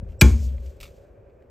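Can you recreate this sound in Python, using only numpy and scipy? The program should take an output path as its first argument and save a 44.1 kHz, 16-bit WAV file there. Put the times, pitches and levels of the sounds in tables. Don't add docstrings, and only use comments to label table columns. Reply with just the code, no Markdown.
import sys
import numpy as np
from scipy import signal
from scipy.fft import rfft, irfft
from scipy.io import wavfile
from scipy.ndimage import uniform_filter1d

SR = 44100
rng = np.random.default_rng(int(sys.argv[2]) if len(sys.argv) > 2 else 0)


def wrap_up_sound(samples):
    columns = np.atleast_2d(samples).T
    tamed = np.clip(columns, -1, 1)
    steps = np.round(tamed * 32767).astype(np.int16)
    wavfile.write(sys.argv[1], SR, steps)


def gain_from_db(level_db):
    decades = np.asarray(level_db, float) / 20
    return 10 ** decades


N = 66150
T = np.arange(N) / SR
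HZ = np.maximum(np.fft.rfftfreq(N, 1 / SR), 1)

# freq_hz, density_db_per_hz
HUM_COLOUR = [(70, -30.5), (120, -17.5), (200, -21.5), (520, -7.5), (840, -28), (2000, -39), (3900, -55),
              (16000, -58)]
# freq_hz, width_hz, level_db
HUM_RESONANCES = [(390, 29, -1.5), (562, 57, -1), (254, 50, -8), (1560, 300, -16), (2420, 250, -17)]
# time_s, level_db
RUMBLE_LEVEL = [(0, -39), (.1, -37.5), (.2, -42.5), (.5, -33.5), (.72, -50.5), (.9, -47.5), (1.099, -53.5),
                (1.5, -56.5)]
# centre_s, level_db, pitch_hz, half_length_s
BUMPS = [(0.029, -33, 179, 0.0046), (0.038, -25.5, 76, 0.01), (0.076, -32, 55.7, .018),
         (0.099, -32.5, 55.23, .01), (0.183, -32, 68.7, .012), (0.434, -26, 66, 0.027),
         (0.481, -20.5, 69, 0.017), (0.556, -26.5, 63, 0.027), (0.611, -33, 60, 0.016),
         (0.675, -27.5, 66, 0.027), (0.825, -35, 48.7, 0.012), (1.197, -46.5, 102, 0.017)]
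# time_s, level_db
MOTION_LEVEL = [(0, -87), (.08, -77.5), (.116, -69), (.18, -85), (.3, -58), (.37, -62), (.44, -59),
                (.5, -63), (.568, -69), (.66, -63.5), (.72, -67), (0.801, -77.5), (.803, -53), (.86, -59.5),
                (.922, -68), (1.05, -76.5), (1.22, -99), (1.5, -105)]
# freq_hz, density_db_per_hz
SLEEVE_COLOUR = [(500, -32.5), (900, -19.5), (1700, -12), (2450, -3), (4500, -7.5), (7000, -7.5),
                 (12000, -11), (16000, -18.5)]
# start_s, level_db, pitch_hz, brightness_db, overtones_db
TAPS = [(.090, -60, 2800, -6, -8), (.098, -57, 2300, -10, -10), (.107, -58, 2900, -10, -10),
        (.121, -56, 2900, -10, -10), (.13, -60, 2500, -10, -10), (.490, -50, 3380, -12, -12),
        (.581, -48.5, 2206, -17.5, -3.5), (0.8026, -41, 2590, -1, -19.5), (0.8102, -40, 2430, 3.5, -13),
        (.8145, -45.5, 2424, 2, -15), (.826, -53, 2500, -6, -15), (.830, -35, 2398, -0.5, 2),
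        (.834, -44, 2780, -5, -2), (.839, -41, 2610, -7, 0), (.844, -40, 2590, -15.5, -14.5),
        (.8545, -43, 2430, -12, 3), (.859, -45.5, 2460, -5.5, 0), (.865, -48, 2380, -7, -1),
        (.879, -51, 2360, -19, 1), (.89, -54, 2350, -15, -8), (1.298, -62, 2330, -20, -6),
        (1.305, -63, 2400, -22, -8), (1.424, -61, 2006, -5, -3), (0.944, -62.5, 3100, 1, -5)]
# pitch_ratio, level_db
TAP_MODES = [(.95, -1.5), (1.06, -3)]
# pitch_ratio, level_db
TAP_OVERTONES = [(0.521, -5), (1.46, -3.5), (1.88, -8)]
# freq_hz, density_db_per_hz
TAP_COLOUR = [(500, -20.5), (1500, -15), (2400, -8.5), (4000, -7), (6600, -9), (11000, -7), (16000, -16.5)]
# freq_hz, level_db
THIN_TONES = [(7740, -47), (5530, -55.5)]
# start_s, level_db, chatter_t60_s
CONTACTS = [
    (.2110, -10.5, .01),
    (.2124, -8.5, .012),
    (.2145, -9.5, .012),
    (.2168, -11, .012),
    (.2195, -18.5, .016),
    (.2240, -24.5, .03),
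]
# freq_hz, density_db_per_hz
CRACK_COLOUR = [(300, -28.5), (1300, -19), (2360, -12.5), (3830, -16.5), (7200, -15), (10000, -13.5),
                (12500, -19), (16000, -26.5)]
# freq_hz, level_db, t60_s
CATCH_MODES = [(2414, -7, .04), (2365, -14.5, .05), (1402.6, -17, .035), (1633, -15, .035),
               (2122, -15.5, .03), (2593, -17, .03), (2983, -19, .025), (3352, -19, 0.036),
               (1056, -20, 0.025), (860, -21.5, .03), (640, -20, .04), (490, -18, .06)]
# freq_hz, level_db, t60_s
MIRROR_MODES = [(1405, -20, 0.2), (1486, -22, 0.18), (1605, -25.5, 0.25), (1782, -21, .16),
                (2180, -22, 0.16), (2190, -23, .24), (2288, -25.5, 0.25), (2357, -15, 0.17),
                (3328, -25, 0.2), (4460, -23, 0.03), (5098, -22, 0.027), (6730, -16.5, 0.06),
                (7220, -22, 0.04), (8100, -26, 0.03)]
# freq_hz, density_db_per_hz
TAIL_COLOUR = [(300, -7.5), (715, -24), (1630, -30), (2300, -29.5), (3620, -33), (6580, -29.5),
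               (11500, -36), (16000, -52)]
# freq_hz, level_db, t60_s
WALL_OUT = [(42.3, -34, 1.5), (52.3, -10, .29), (68.1, -15.5, 1.1), (73.9, -6, .56), (85.6, -11, .4),
            (95, -16.5, .66), (116.4, -25, .57)]
# freq_hz, level_db, t60_s
WALL_IN = [(54.4, -20.5, .9), (62.6, -5, .56), (136.7, 6.5, .06), (162, -15.5, .21)]
# freq_hz, level_db, t60_s
PANEL_MODES = [(565, -26, 0.24), (637, -22, 0.2), (745, -29.5, 0.37), (813, -27.5, .22), (861, -15, 0.17),
               (931, -23, .26), (1075, -17, .22), (1200, -28, .2)]
# freq_hz, level_db, t60_s
FRAME_OUT = [(217.3, -12, .29), (286.8, -17, .24), (354.1, -15.5, .19),
             (385, -26, .26), (260, -23.5, .15), (325, -26.5, .15), (420, -28.5, 0.12)]
# freq_hz, level_db, t60_s
FRAME_IN = [(227.5, -25, .8), (448.6, -23, .22)]
# centre_s, level_db, half_length_s
SWISHES = [
    (.385, -56, .04),
    (.445, -53, .035),
    (.68, -70, .05),
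]
# freq_hz, density_db_per_hz
SWISH_COLOUR = [(1500, -35), (3200, -12), (4500, -4), (6600, -2), (8500, -6), (12000, -11), (14500, -10),
                (16000, -20)]
# freq_hz, side_db
SIDE_SHARE = [(60, -19.5), (380, -12), (700, -3), (1300, -3), (2200, -17), (4500, -18.5), (6000, -41),
              (16000, -40.5)]
# freq_hz, phase_rad
PORT_PHASE = [(0, 0), (690, .3), (2000, 0), (2900, 0), (3700, .5), (5100, 0), (7200, 0), (8600, -1.4),
              (9150, -3.1), (10800, -3.18), (11300, -4.3), (13400, -6.28), (14100, -6.6), (15500, -8.2),
              (16200, -9.8)]
# freq_hz, level_db
PORT_BALANCE = [(60, 1.9), (330, 1.7), (520, -2.5), (1000, .4), (2400, 0)]


def on_log(table):
    rows = np.array(table, float)
    return np.interp(np.log(HZ), np.log(np.maximum(rows[:, 0], 1)), rows[:, 1])


def level_over_time(table):
    rows = np.array(table, float)
    return np.interp(T, rows[:, 0], rows[:, 1])


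def unit(x):
    return x / np.sqrt(np.mean(x ** 2))


def noise(gain):
    mid, side = rfft(rng.standard_normal((2, N))) * gain
    pair = mid + np.array([[1], [-1]]) * side * gain_from_db(on_log(SIDE_SHARE))
    return unit(irfft(pair, N))


def fade(start_s, t60_s, rise_s=.0003):
    out, first = np.zeros(N), int(np.ceil(start_s * SR))
    age_s = T[first:first + int(2 * t60_s * SR)] - start_s
    rise = 1 - np.exp(-age_s / rise_s)
    out[first:first + len(age_s)] = rise * np.exp(-np.log(1000) * age_s / t60_s)
    return out


def ring(modes, start_s, push_s):
    out, first = np.zeros(N), int(start_s * SR)
    for hz, db, t60_s in modes:
        span = slice(first, first + int(2 * t60_s * SR))
        age_s = np.maximum(T[span] - start_s - push_s / 2, 0)
        out[span] += gain_from_db(db) * np.sin(2 * np.pi * hz * age_s) * fade(start_s, t60_s, push_s)[span]
    return out


def walk(rate_hz):
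    k = int(SR / rate_hz)
    steps = np.repeat(rng.standard_normal(N // k + 1), k)
    smooth = uniform_filter1d(uniform_filter1d(steps, k), k)
    return unit(smooth[:N])


def band(hz, width_hz):
    return 1 / np.sqrt(1 + ((HZ - hz ** 2 / HZ) / width_hz) ** 2)


def bell(centre_s, half_s):
    return np.exp(-((T - centre_s) / half_s) ** 2)


def trailer_hum():
    steady = noise(gain_from_db(on_log(HUM_COLOUR)) * band(600, 4034) ** 0.12)
    boxy_gain = sum(gain_from_db(db) * band(hz, width_hz) for hz, width_hz, db in HUM_RESONANCES)
    throb = gain_from_db(2.4 * walk(45))
    return gain_from_db(-55) * (steady + gain_from_db(-2.5) * noise(boxy_gain ** 2) * throb)


def hand_rumble():
    return noise(band(60, 58) ** 2) * gain_from_db(level_over_time(RUMBLE_LEVEL))


def sleeve_rustle():
    grain_db = 1.5 * walk(160)
    return gain_from_db(level_over_time(MOTION_LEVEL) + grain_db) * noise(gain_from_db(on_log(SLEEVE_COLOUR)))


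def bumps():
    return -sum(gain_from_db(db) * np.cos(2 * np.pi * hz * (T - s)) * bell(s, half_s)
                for s, db, hz, half_s in BUMPS)


def card_taps():
    edge_t60_s, wash_t60_s, wash_db = 0.0093, .08, -14.5
    hiss, wash = noise(gain_from_db(on_log(TAP_COLOUR))), noise(gain_from_db(on_log(TAP_COLOUR)))
    out = 0
    for s, db, hz, bright_db, overtones_db in TAPS:
        ratios = TAP_MODES + [(ratio, g + overtones_db) for ratio, g in TAP_OVERTONES]
        modes = [(hz * ratio, g, edge_t60_s * 1.62) for ratio, g in ratios]
        edge = hiss * fade(s, edge_t60_s) + gain_from_db(wash_db) * wash * fade(s, wash_t60_s)
        out = out + gain_from_db(db) * (ring(modes, s, 0.00033) + gain_from_db(bright_db) * edge)
    return out


def thin_tones():
    start_s, rise_s = .191, .008
    swell = np.clip((T - start_s) / rise_s, 0, 1) * (T < CONTACTS[0][0])
    return swell * sum(gain_from_db(db + 2.5 * walk(200)) * np.sin(2 * np.pi * hz * T) for hz, db in THIN_TONES)


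def contact_crack():
    colour = gain_from_db(on_log(CRACK_COLOUR))
    crack = noise(colour) * sum(gain_from_db(db) * fade(s, t60_s) for s, db, t60_s in CONTACTS)
    side = noise(colour)[0] * np.array([[1], [-1]])
    return crack + gain_from_db(-17) * side * fade(CONTACTS[0][0], 0.016, 0.00057)


def mirror_and_catch():
    mirror_s = .2135
    mirror = gain_from_db(-8.5) * ring(MIRROR_MODES, mirror_s, .0006)
    catch_first = gain_from_db(-6) * ring(CATCH_MODES[2:], .2117, .0006)
    catch = ring(CATCH_MODES, .2145, .0012) + catch_first
    rattle = gain_from_db(1.2 * walk(120))
    shimmer_gain = band(2380, 200) ** 2 + gain_from_db(-4.5) * band(6600, 500) ** 2
    shimmer = gain_from_db(-34) * noise(shimmer_gain) * fade(mirror_s, .35, .004)
    return (mirror + catch) * rattle + shimmer


def room_tail():
    return gain_from_db(-18.5 + 0.5 * walk(90)) * noise(gain_from_db(on_log(TAIL_COLOUR))) * fade(.2135, 0.36, 0.002)


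def hollow_wall():
    start_s, push_s = .2153, .01
    modes = ring(WALL_OUT, start_s, push_s) - ring(WALL_IN, start_s, push_s)
    boom_gain = band(150, 70) ** 2 + gain_from_db(3) * band(28, 39) ** 2
    boom = noise(boom_gain) * fade(start_s, 0.54, 0.023)
    return gain_from_db(0.54) * modes + gain_from_db(-22) * boom


def door_panel():
    return gain_from_db(-12) * ring(PANEL_MODES, .2165, 0.0016)


def door_frame():
    start_s, push_s = .2172, .005
    modes = ring(FRAME_OUT, start_s, push_s) - ring(FRAME_IN, start_s, push_s)
    return gain_from_db(0.54) * modes


def card_swishes():
    air = noise(gain_from_db(on_log(SWISH_COLOUR)))
    dull = irfft(rfft(air) * band(6000, 5000) ** 2, N)
    (first_s, first_db, first_half_s), *rest = SWISHES
    first = gain_from_db(first_db) * bell(first_s, first_half_s) * dull
    return first + air * sum(gain_from_db(db) * bell(s, half_s) for s, db, half_s in rest)


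def scene():
    background = trailer_hum() + hand_rumble()
    handling = sleeve_rustle() + bumps() + card_taps()
    strike = thin_tones() + contact_crack() + mirror_and_catch()
    body = room_tail() + hollow_wall() + door_panel() + door_frame()
    return background + handling + strike + body + card_swishes()


def roll_off(x):
    return signal.sosfilt(signal.butter(12, 16510, fs=SR, output="sos"), x)


def record(dry):
    limit, top_hz = 1.8, 16300
    rows = np.array(PORT_PHASE, float)
    phase_rad = np.interp(HZ, rows[:, 0], rows[:, 1])
    half = np.exp(.5j * phase_rad) * gain_from_db(on_log(PORT_BALANCE) / 2)
    low_cut = HZ ** 2 / (HZ ** 2 + 12 ** 2)
    ports = irfft(rfft(dry) * np.array([half, 1 / half]) * low_cut, N)
    rounded = limit * np.tanh(ports / limit)
    mix = irfft(rfft(rounded) * (HZ < top_hz), N)
    return roll_off(mix)


dry = scene()
out = record(dry)
wrap_up_sound(out)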